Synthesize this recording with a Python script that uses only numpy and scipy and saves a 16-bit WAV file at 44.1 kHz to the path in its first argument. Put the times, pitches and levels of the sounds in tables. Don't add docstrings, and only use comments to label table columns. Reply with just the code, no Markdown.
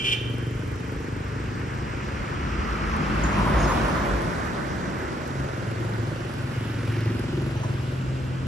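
import sys
import numpy as np
from scipy import signal
from scipy.fft import rfft, irfft, next_fast_len
from scipy.io import wavfile
from scipy.ndimage import uniform_filter1d, map_coordinates

SR = 44100
rng = np.random.default_rng(int(sys.argv[2]) if len(sys.argv) > 2 else 0)


def int16_out(signal):
    q = np.round(np.clip(np.atleast_2d(signal).T, -1, 1) * 32767)
    wavfile.write(sys.argv[1], SR, q.astype(np.int16))


N = 373527
T = np.arange(N) / SR
HZ, FRAMES = np.fft.rfftfreq(2048, 1 / SR), np.arange(N // 512 + 2) * 512 / SR

SOUND_M_PER_S = 343
# [abreast at t/s, speed/(m/s) rightwards positive, least distance/m]
TRUCK_PASS = (3.62, 8.0, 3.83)
SECOND_PASS = (6.9, -4.5, 5)

TRUCK_HZ, TRUCK_SAG_HZ_PER_S = 51.2, 1.6
FRONT_AXLE_LEAD_S, REAR_AXLE_LAG_S, TREAD_LEAD_S = 0.24, 0.11, 0.72
BUMP_SWELL_S, PATCH_SWELL_S = 0.038, 0.021
# [multiple of firing rate, relative level/dB]
TRUCK_ORDERS = [(1, 2.5), (2, -7.5), (3, -10.5), (5, -12)]
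# [multiple of firing rate, relative level/dB]
INTAKE_ORDERS = [(3, 0.5), (4, 1)]
# [f/Hz, relative level/dB per Hz]
KNOCK_COLOUR = [(450, 4), (650, 0.5), (1000, 6.5), (1500, 0.5), (2200, -13)]
# [f/Hz, relative level/dB per Hz]
TYRES_COMING = [(450, 0.5), (600, -6.5), (800, -1.5), (1050, 0.5), (1400, 0), (2000, -3), (2800, -9),
                (3800, -19.5), (5300, -19), (7500, -30.5)]
TYRES_ABREAST = [(450, -6.5), (600, 0.5), (800, -6.5), (1050, 1.5), (1400, -5.5), (2000, -14),
                 (2800, -17.5), (3800, -22.5), (5300, -29), (7500, -36)]
TYRES_LEAVING = [(450, 2.5), (600, 2.5), (800, -0.5), (1050, 1), (1400, -1), (2000, -5), (2800, -17),
                 (3800, -19), (5300, -23), (7500, -27)]
# [f/Hz, relative level/dB per Hz]
TYRES_SCOOTER = [(450, -4), (600, -36), (800, 3), (1050, 1.5), (1400, 2), (2000, -3), (2800, 0), (3800, -9),
                 (5300, -13), (7500, -46)]
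TYRES_FAR = [(450, 14.5), (600, 8.5), (800, -6), (1050, -7), (1400, -16), (2000, -21), (2800, -20),
             (3800, -10.5), (5300, -11), (7500, -9)]
# [t/s, level/dB]
PATCHES = [(2.66, -40), (2.79, -40), (2.92, -33), (3.04, -44), (3.365, -28.5), (3.45, -31), (3.56, -35),
           (3.69, -28), (3.87, -31), (4.42, -43)]
# [f/Hz, relative level/dB per Hz]
GRIT_COLOUR = [(550, -8), (800, -5), (1000, 7), (1250, 2), (1600, -21), (2400, -18)]
# [t/s, f/Hz, level/dB]
BUMPS = [(2.171, 52.3, -25.5), (3.22, 62.4, -20), (3.32, 55, -24), (3.499, 60.3, -21), (3.59, 54.7, -19),
         (3.74, 61, -21), (3.82, 51.3, -25), (3.897, 59.5, -25), (4.085, 54, -23)]
# [t/s, f/Hz, relative level/dB, t60/s, vehicle (0 truck, 1 second scooter)]
SQUEAKS = [(3.234, 6820, -40, .28, 0), (3.312, 6750, -47, .15, 0), (3.587, 6650, -48, .1, 0),
           (3.6, 6700, -42, .12, 0), (3.623, 6450, -41, .16, 0), (3.624, 5300, -43, .3, 0),
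           (3.672, 6680, -42, .3, 0), (3.674, 11250, -43, .16, 0), (3.715, 5250, -47, .15, 0),
           (7.555, 880, -42, .2, 1), (7.563, 5950, -54, .2, 1), (7.598, 700, -39, .15, 1),
           (7.612, 5900, -55, .35, 1), (7.615, 6600, -57, .35, 1), (7.632, 980, -36, .25, 1),
           (7.645, 560, -35, .16, 1)]
# [t/s, low tone f/Hz, high tone f/Hz, relative level/dB]
HORN = [(0, 390, 478, -32), (.041, 390, 480, -34), (.047, 391, 481, -26), (.095, 391, 492, -25),
        (.105, 392, 497, -30), (.13, 394, 500, -21.5), (.152, 394, 500, -32), (.18, 393, 498, -60)]
# [f/Hz, relative level/dB]
HORN_COLOUR = [(390, -13), (800, -25), (1900, -29), (2350, -8), (2750, -9), (3130, -.5), (3550, -15),
               (3900, -44), (5400, -28), (7500, -34), (12000, -38)]
# [f/Hz, relative level/dB per Hz]
HORN_RASP = [(2100, -26), (2380, -3), (2580, -17), (2800, -5), (3150, 4), (3350, -12), (3600, -22),
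             (3800, -40)]

FIRST_BEARING = 0.59
FIRING_JITTER_CYCLES = .003
FAR_FADE_DB_PER_S = 3.5
# [t/s, f/Hz]
FIRST_SPEED = [(0, 23.18), (.4, 23.63), (.7, 24.23), (1.05, 24.81), (1.4, 25.56), (1.8, 26.58),
               (2.3, 27.47)]
SECOND_SPEED = [(5, 21.99), (5.5, 22.22), (5.9, 22.33), (6.3, 22.36), (6.7, 22.32), (7.15, 22.08),
                (7.5, 22.19), (7.8, 21.66), (8.47, 21.75)]
# [t/s, level/dB]
FIRST_POP = [(0, -41), (.35, -36.5), (.8, -38.5), (1.4, -41), (2.2, -43)]
SECOND_POP = [(4.9, -42.5), (5.5, -36.5), (6.4, -39), (7.3, -35.5), (7.75, -40), (8.47, -50)]
# [t/s, level/dB]
FIRST_LEVEL = [(0, -35), (.35, -30.5), (1, -34.5), (1.4, -34.5), (1.7, -32), (2.1, -39), (2.4, -39)]
SECOND_LEVEL = [(5.3, -52), (5.65, -33.5), (5.92, -32.5), (6.35, -34), (6.7, -32), (7, -27), (7.33, -35.5),
                (7.6, -34), (7.88, -31.5), (8.05, -52), (8.35, -50)]
# [f/Hz, swell time/s, relative level/dB]
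FIRST_PIPE = [(115, .01, 0), (290, .008, -14), (342, .003, -3), (425, .006, -13)]
SECOND_PIPE = [(112, .0155, 0), (248, .008, -11), (294, .0039, -6), (335, .008, -10.5), (530, .003, -14)]
# [t/s, level/dB]
HUM = [(5, -55), (5.4, -30), (5.9, -59), (6.45, -34.5), (6.9, -60), (7.27, -45), (7.38, -31.5), (7.65, -35),
       (7.82, -33), (8.12, -29), (8.28, -32.5), (8.47, -28.5)]
# [multiple of firing rate, relative level/dB]
HUM_ORDERS = [(4, -11), (6, -2.5), (12, -21)]
# [t/s, level/dB]
RING_ON = [(5.45, -56), (5.62, -45), (5.93, -35), (6.3, -53), (6.72, -50), (7.07, -33), (7.35, -58),
           (7.62, -40), (7.78, -58), (8.12, -55), (8.27, -35), (8.45, -57)]
# [multiple of firing rate, relative level/dB]
SCOOTER_INTAKE = [(7, 1.5), (10, -7), (12, -4)]
# [f/Hz, relative level/dB per Hz]
CASE_COLOUR = [(1200, -2), (1900, 8), (2900, -3), (3800, -13), (6000, -10), (8000, -35), (11000, -14)]
# [f/Hz, relative level/dB per Hz]
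WHIRR_COLOUR = [(1250, -14), (1520, 0), (1800, -32)]

# [f/Hz, relative level/dB per Hz]
DRONE_COLOUR = [(50, -9), (90, -6), (130, 3.5), (190, 0.5), (280, -2.5), (360, -3.5), (450, -19),
                (600, -11.5), (1000, -83)]
# [f/Hz, relative level/dB per Hz]
FIZZ_COLOUR = [(6000, -12), (7800, -1), (9000, -4), (10800, 1.5), (11800, -1.5), (13000, -11)]
# [f/Hz, relative level/dB per Hz]
RUMBLE_COLOUR = [(20, -45), (35, -40), (48, -5), (62, 4), (80, 2), (120, -30), (200, -30)]
# [t/s, level/dB]
FAR_RUMBLE = [(0, -38), (1, -65), (6.5, -47), (8.4, -41)]
# [t/s, level/dB]
CLICKS = [(.3835, -47), (2.9652, -42), (5.2774, -43), (7.007, -44), (7.1955, -42)]

TRUCK_PULL, FIRST_PULL, FIRST_PULL_FADE_S = 39, 0.3, 0.83
# [f/Hz, t60/s]
STREET = [(100, 0.62), (500, 1), (3000, 0.8), (8000, 0.17)]
# [f/Hz, likeness]
SCATTERED = [(50, 4.5), (130, 0.8), (400, 0.6), (700, -0.24), (1100, -0.38), (1800, 1.1), (3000, .5),
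             (4500, 0), (5700, 1.1), (7000, 0)]
# [f/Hz, left minus right level/dB]
PORT_TILT = [(400, 0.5), (1000, 1), (1600, -2.5), (2400, -2.5), (4000, -1.5), (5700, -8.5), (7500, -3.5),
             (10000, 2.5)]
PORT_LAG_S = .00039
EDGE_HZ = 12600


def truck_engine(bearing):
    own_hz = TRUCK_HZ - TRUCK_SAG_HZ_PER_S * (T - TRUCK_PASS[0])
    hz = own_hz / (1 + bearing * TRUCK_PASS[1] / SOUND_M_PER_S)
    exhaust_db = heard(TRUCK_PASS, T, near_db=-30, fall_db=10.5, front_db=4.5)
    exhaust = engine(hz, exhaust_db, TRUCK_ORDERS, wobble=0.01474, flutter_db=1.5)
    intake_db = heard(TRUCK_PASS, T, near_db=-36.0, fall_db=9, front_db=9)
    intake = engine(hz, intake_db, INTAKE_ORDERS, wobble=.04, flutter_db=2.5)
    phase = np.cumsum(hz) / SR % 1
    knock = evened(np.exp(-phase / .22) * gain_of(2.5 * waver(50)) * noise(KNOCK_COLOUR))
    knock_db = heard(TRUCK_PASS, T, near_db=-37, fall_db=9, front_db=1.0)
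    return exhaust + intake + knock * gain_of(knock_db)


def engine(hz, db, orders, wobble, flutter_db):
    turns = np.cumsum(hz * (1 + wobble * waver(14))) / SR
    lines = 0
    for order, order_db in orders:
        line = np.sin(2 * np.pi * round(order) * turns)
        lines = lines + gain_of(order_db + flutter_db * waver(16)) * line
    return gain_of(db) * evened(lines)


def tyres(far_db):
    ahead = heard(TRUCK_PASS, FRAMES, near_db=-35.5, fall_db=6.0, front_db=10)
    front_axle = heard(TRUCK_PASS, FRAMES + FRONT_AXLE_LEAD_S, near_db=-33, fall_db=40, front_db=-5.0)
    rear_axle = heard(TRUCK_PASS, FRAMES - REAR_AXLE_LAG_S, near_db=-26.5, fall_db=22, front_db=0.8)
    behind = heard(TRUCK_PASS, FRAMES, near_db=-35.0, fall_db=6.0, front_db=-10.5)
    small = heard(SECOND_PASS, FRAMES, near_db=-43.0, fall_db=4.5, front_db=-1.0)
    layers = [
        (TYRES_COMING, [ahead]), (TYRES_ABREAST, [front_axle, rear_axle]), (TYRES_LEAVING, [behind]),
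        (TYRES_SCOOTER, [small]), (TYRES_FAR, [far_db]),
    ]
    return sum(glow(colour, levels, lumpy_db=1.1) for colour, levels in layers)


def tread_song(width_hz, rest_hz):
    bearing = drive_by(TRUCK_PASS, FRAMES)[0]
    centre_hz = rest_hz / (1 + bearing * TRUCK_PASS[1] / SOUND_M_PER_S)
    shape = np.exp(-((HZ[:, None] - centre_hz) / width_hz) ** 2) + 1e-12
    db = heard(TRUCK_PASS, FRAMES + TREAD_LEAD_S, near_db=-35.5, fall_db=15, front_db=0.5)
    return shape / shape.sum(0) * gain_of(db) ** 2


def rough_road(grit_db):
    level = 0
    for s, db in PATCHES:
        age = np.maximum(T - s, 0) / PATCH_SWELL_S
        level = level + gain_of(db) * age * np.exp(1 - age)
    return level * evened(noise(GRIT_COLOUR) * gain_of(grit_db * waver(180)))


def load_bed():
    out = np.zeros(N)
    for s, hz, db in BUMPS:
        boom = ring(hz, BUMP_SWELL_S, db)
        out[round(s * SR):][:len(boom)] += boom
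    return out


def squeaks(level_db, scratch_hz, chatter_db):
    out, t = np.zeros((2, N)), T[:SR // 2]
    for s, hz, db, t60, vehicle in SQUEAKS:
        turns = np.cumsum(hz + scratch_hz * rng.standard_normal(len(t))) / SR
        onset = np.minimum(t / .003, 1)
        fade = gain_of(db + level_db - 60 * t / t60) * onset
        out[vehicle, round(s * SR):][:len(t)] += fade * np.sin(2 * np.pi * turns)
    return out * gain_of(chatter_db * waver(120))


def horn(level_db, high_db, rasp_db):
    count = SR // 4
    low_hz, high_hz, db = (c[:count] for c in follow(HORN))
    toot = rattle = 0
    for hz, tone_db in ((low_hz, 0), (high_hz, high_db)):
        turns = np.cumsum(hz * (1 + .008 * waver(400)[:count])) / SR
        for k in range(1, 26):
            overtone = np.sin(2 * np.pi * (k * turns + rng.random()))
            toot = toot + gain_of(tone_db + read(HORN_COLOUR, k * hz)) * overtone
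        rattle = rattle + np.exp(-2 * (turns % 1)) * noise(HORN_RASP)[:count]
    blast = evened(toot) + gain_of(rasp_db) * evened(rattle)
    return np.pad(gain_of(level_db + db) * blast, (0, N - count))


def scooter(turns, boom_level, pop_level, pipe, uneven_db, drift_db, rasp_db, tick_db):
    turns = turns + FIRING_JITTER_CYCLES * waver(25)
    firings = np.diff(np.floor(turns), prepend=np.floor(turns[0]))
    modes = []
    for mode in pipe:
        uneven = firings * gain_of(uneven_db * waver(25))
        modes.append(signal.oaconvolve(uneven, ring(*mode))[:N])
    boom, *pop = modes
    pops = sum(mode * gain_of(drift_db * waver(5)) for mode in pop)
    spit = np.exp(-(turns % 1) / 0.14)
    rasp = evened(spit * noise([(250, 1.0), (500, -1.5), (800, -2), (2000, -9.5), (5000, -13.5)]))
    tick = evened(spit * noise([(4000, 1), (7000, -57), (11000, 32), (12500, 20)]))
    sharp = evened(pops) + gain_of(rasp_db) * rasp + gain_of(tick_db) * tick
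    return gain_of(fading(boom_level)) * evened(boom) + gain_of(fading(pop_level)) * sharp


def cycles(speed, fires_at):
    turns = np.cumsum(follow(speed)[0]) / SR
    return turns - np.interp(fires_at, T, turns)


def ring(hz, swell_s, db):
    t = T[:SR // 4]
    envelope = (t / swell_s) ** 2 * np.exp(2 - 2 * t / swell_s)
    return gain_of(db) * envelope * np.sin(2 * np.pi * hz * t)


def hum(turns, lag_s, flutter_db):
    late = turns - lag_s * follow(SECOND_SPEED)[0]
    lines = 0
    for order, db in HUM_ORDERS:
        line = np.cos(2 * np.pi * round(order) * late)
        lines = lines + gain_of(db + flutter_db * waver(6.6)) * line
    return gain_of(fading(HUM)) * evened(lines)


def ring_on(turns, order):
    return gain_of(fading(RING_ON)) * evened(np.sin(2 * np.pi * order * turns))


def scooter_intake(near_db, fall_db):
    level_db = heard(SECOND_PASS, T, near_db, fall_db, front_db=-7.0)
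    return engine(follow(SECOND_SPEED)[0], level_db, SCOOTER_INTAKE, wobble=0.0076, flutter_db=1.0)


def engine_case(turns, bearing, near_db, beam_db, aim, throb):
    clatter = evened(noise(CASE_COLOUR) * (1 + throb * np.cos(4 * np.pi * turns)))
    return gain_of(near_db - beam_db * abs(bearing - aim)) * clatter


def whirr():
    level_db = heard(SECOND_PASS, FRAMES, near_db=-49.0, fall_db=4.0, front_db=4.5)
    return glow(WHIRR_COLOUR, [level_db], lumpy_db=-1.0)


def drone(far_db):
    truck = heard(TRUCK_PASS, FRAMES, near_db=-26.5, fall_db=6.0, front_db=-1.2)
    small = heard(SECOND_PASS, FRAMES, near_db=-39, fall_db=-0.5, front_db=-2.0)
    return glow(DRONE_COLOUR, [truck, small, far_db], lumpy_db=1.5)


def fizz(far_db):
    truck = heard(TRUCK_PASS, FRAMES, near_db=-53.5, fall_db=9.5, front_db=-3.5)
    small = heard(SECOND_PASS, FRAMES, near_db=-60.0, fall_db=5.0, front_db=1.3)
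    first = -63 - FAR_FADE_DB_PER_S * 2 * FRAMES
    return glow(FIZZ_COLOUR, [truck, small, first, far_db], lumpy_db=2.5)


def clicks(decay_s):
    level = sum(gain_of(db) * (T >= s) * np.exp(-abs(T - s) / decay_s) for s, db in CLICKS)
    return level * noise([(4500, 7), (8000, -5), (11000, 6), (13000, -5)])


def rumble():
    truck = heard(TRUCK_PASS, FRAMES, near_db=-33, fall_db=3.5, front_db=3.0)
    far = np.interp(FRAMES, *np.transpose(FAR_RUMBLE))
    return glow(RUMBLE_COLOUR, [truck, far], lumpy_db=-1.5)


def glow(colour, levels_db, lumpy_db):
    above = 1 + (HZ / colour[-1][0] / 1.08) ** 30
    below = 1 + (colour[0][0] / (HZ + 1) / 1.2) ** 12
    shape = gain_of(read(colour, HZ)) ** 2 / above / below
    total = sum(gain_of(db) ** 2 for db in levels_db) * np.ones(len(FRAMES))
    power = np.outer(shape / shape.sum(), total)
    lumps = uniform_filter1d(rng.standard_normal(power.shape), size=50, axis=0)
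    lumps = evened(uniform_filter1d(lumps, size=4, axis=1))
    return power * gain_of(lumpy_db * lumps) ** 2


def road(direct_share, shade_db):
    power = tyres(far_db=-46.5) + drone(far_db=-43.5) + fizz(far_db=-84) + rumble() + whirr()
    power = power + tread_song(width_hz=160, rest_hz=1230)
    truck_bearing, truck_doublings = drive_by(TRUCK_PASS, FRAMES)
    second_bearing, second_doublings = drive_by(SECOND_PASS, FRAMES)
    bearings = np.array([truck_bearing, second_bearing, np.full(len(FRAMES), FIRST_BEARING)])
    pulls = np.array([
        TRUCK_PULL * np.exp(-2 * truck_doublings),
        np.exp(-2 * second_doublings),
        FIRST_PULL * np.exp(-FRAMES / FIRST_PULL_FADE_S),
    ])
    pulls = pulls / pulls.sum(0)
    bearing = (pulls * bearings).sum(0)
    share, hz = np.clip(direct_share, 0, 1), HZ[:, None]
    straight = sum(p * np.exp(2j * np.pi * hz * b * PORT_LAG_S) for p, b in zip(pulls, bearings))
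    same = share * straight + (1 - share) * np.clip(read(SCATTERED, hz), -1, 1)
    real, imaginary = rng.standard_normal((2, 2, *power.shape))
    left, other = real + 1j * imaginary
    right = same * left + np.sqrt(np.maximum(1 - abs(same) ** 2, 0)) * other
    shade = gain_of(shade_db * bearing * hz / (hz + 700))
    spectra = np.array([left / shade, right * shade]) * np.sqrt(power * len(HZ))
    sound, white = (signal.istft(z, nperseg=2048, noverlap=1536)[1] for z in (spectra, left))
    return sound[:, :N] / white.std()


def street(x, stretch):
    sparse = rng.random((2, SR)) < .06
    taps = rng.standard_normal((2, SR)) * sparse * (T[:SR] > .012)
    hz, t, z = signal.stft(taps, SR, nperseg=512)
    t60 = stretch * read(STREET, hz)[:, None]
    same = np.clip(read(SCATTERED, hz), -1, 1)[:, None]
    z = z * gain_of(-60 * t / t60) / np.sqrt(t60)
    mid, side = signal.istft(z * np.sqrt([1 + same, 1 - same]), SR, nperseg=512)[1]
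    tail = np.array([mid + side, mid - side])
    return signal.fftconvolve(x[None], tail / np.linalg.norm(tail[0]), axes=1)[:, :N]


def drive_by(path, t):
    abreast_s, speed, distance = path
    along = speed * (t - abreast_s)
    r = np.hypot(along, distance)
    return along / r, np.log2(r / distance)


def heard(path, t, near_db, fall_db, front_db):
    bearing, doublings = drive_by(path, t)
    return near_db - fall_db * doublings - front_db * bearing * np.sign(path[1])


def place(x, bearing):
    lead = bearing * PORT_LAG_S * SR / 2
    return np.array([map_coordinates(x, [np.arange(N) + side * lead], order=3) for side in (-1, 1)])


def fading(curve):
    away_s = abs(T - np.clip(T, curve[0][0], curve[-1][0]))
    return follow(curve)[0] - FAR_FADE_DB_PER_S * away_s


def noise(colour):
    size = next_fast_len(N)
    hz = np.fft.rfftfreq(size, 1 / SR)
    above = 1 + (hz / colour[-1][0] / 1.1) ** 12
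    below = 1 + (colour[0][0] / (hz + 1) / 1.3) ** 8
    spectrum = rfft(rng.standard_normal(size)) * gain_of(read(colour, hz)) / above / below
    return evened(irfft(spectrum, size)[:N])


def waver(rate_hz):
    return evened(np.interp(T * rate_hz, np.arange(N), rng.standard_normal(N)))


def follow(rows):
    s, *columns = np.transpose(rows)
    return [np.interp(T, s, c) for c in columns]


def read(points, hz):
    f, value = np.transpose(points)
    return np.interp(np.log(hz + 1), np.log(f), value)


def evened(x):
    return x / np.sqrt(np.mean(x ** 2) + 1e-20)


def gain_of(db):
    return 10 ** (np.asarray(db) / 20)


def scene():
    truck_bearing, second_bearing = drive_by(TRUCK_PASS, T)[0], drive_by(SECOND_PASS, T)[0]
    truck_squeaks, second_squeaks = squeaks(level_db=3, scratch_hz=850, chatter_db=2.5)
    truck = truck_engine(truck_bearing) + rough_road(grit_db=1.5) + load_bed() + truck_squeaks
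    toot = horn(level_db=1, high_db=-4, rasp_db=-5.5)

    first_turns = cycles(FIRST_SPEED, fires_at=.5086)
    first = scooter(first_turns, FIRST_LEVEL, FIRST_POP, FIRST_PIPE,
                    uneven_db=1.0, drift_db=1.0, rasp_db=-22.0, tick_db=-25.5)
    second_turns = cycles(SECOND_SPEED, fires_at=6.9216)
    second = scooter(second_turns, SECOND_LEVEL, SECOND_POP, SECOND_PIPE,
                     uneven_db=2.2, drift_db=2.8, rasp_db=-13, tick_db=-29.5)
    case = engine_case(second_turns, second_bearing, near_db=-43.5, beam_db=29, aim=-0.047, throb=0.45)
    second = second + second_squeaks + case
    tones = hum(second_turns, lag_s=0.0192, flutter_db=0.3) + ring_on(second_turns, order=5)
    tones = tones + scooter_intake(near_db=-36, fall_db=41)

    direct = place(first, FIRST_BEARING) + place(truck + toot, truck_bearing)
    direct = direct + place(second + tones, second_bearing)
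    echoes = street(gain_of(-14) * (first + second + truck) + gain_of(-9) * toot, stretch=1)
    far_echoes = street(gain_of(-18) * toot, stretch=3.2)
    return direct + echoes + far_echoes + clicks(decay_s=0.0019) + road(direct_share=0.21, shade_db=1.0)


def record(dry):
    tilt = gain_of(read(PORT_TILT, np.fft.rfftfreq(N, 1 / SR)) / 2)
    coloured = irfft(rfft(dry) * np.array([tilt, 1 / tilt]), N)
    thinned = signal.sosfilt(signal.butter(4, 36, "high", fs=SR, output="sos"), coloured)
    band_limit = signal.firwin(511, EDGE_HZ, window=("kaiser", 9), fs=SR)
    return signal.oaconvolve(thinned, band_limit[None], "same")


dry = scene()
out = record(dry)
int16_out(out)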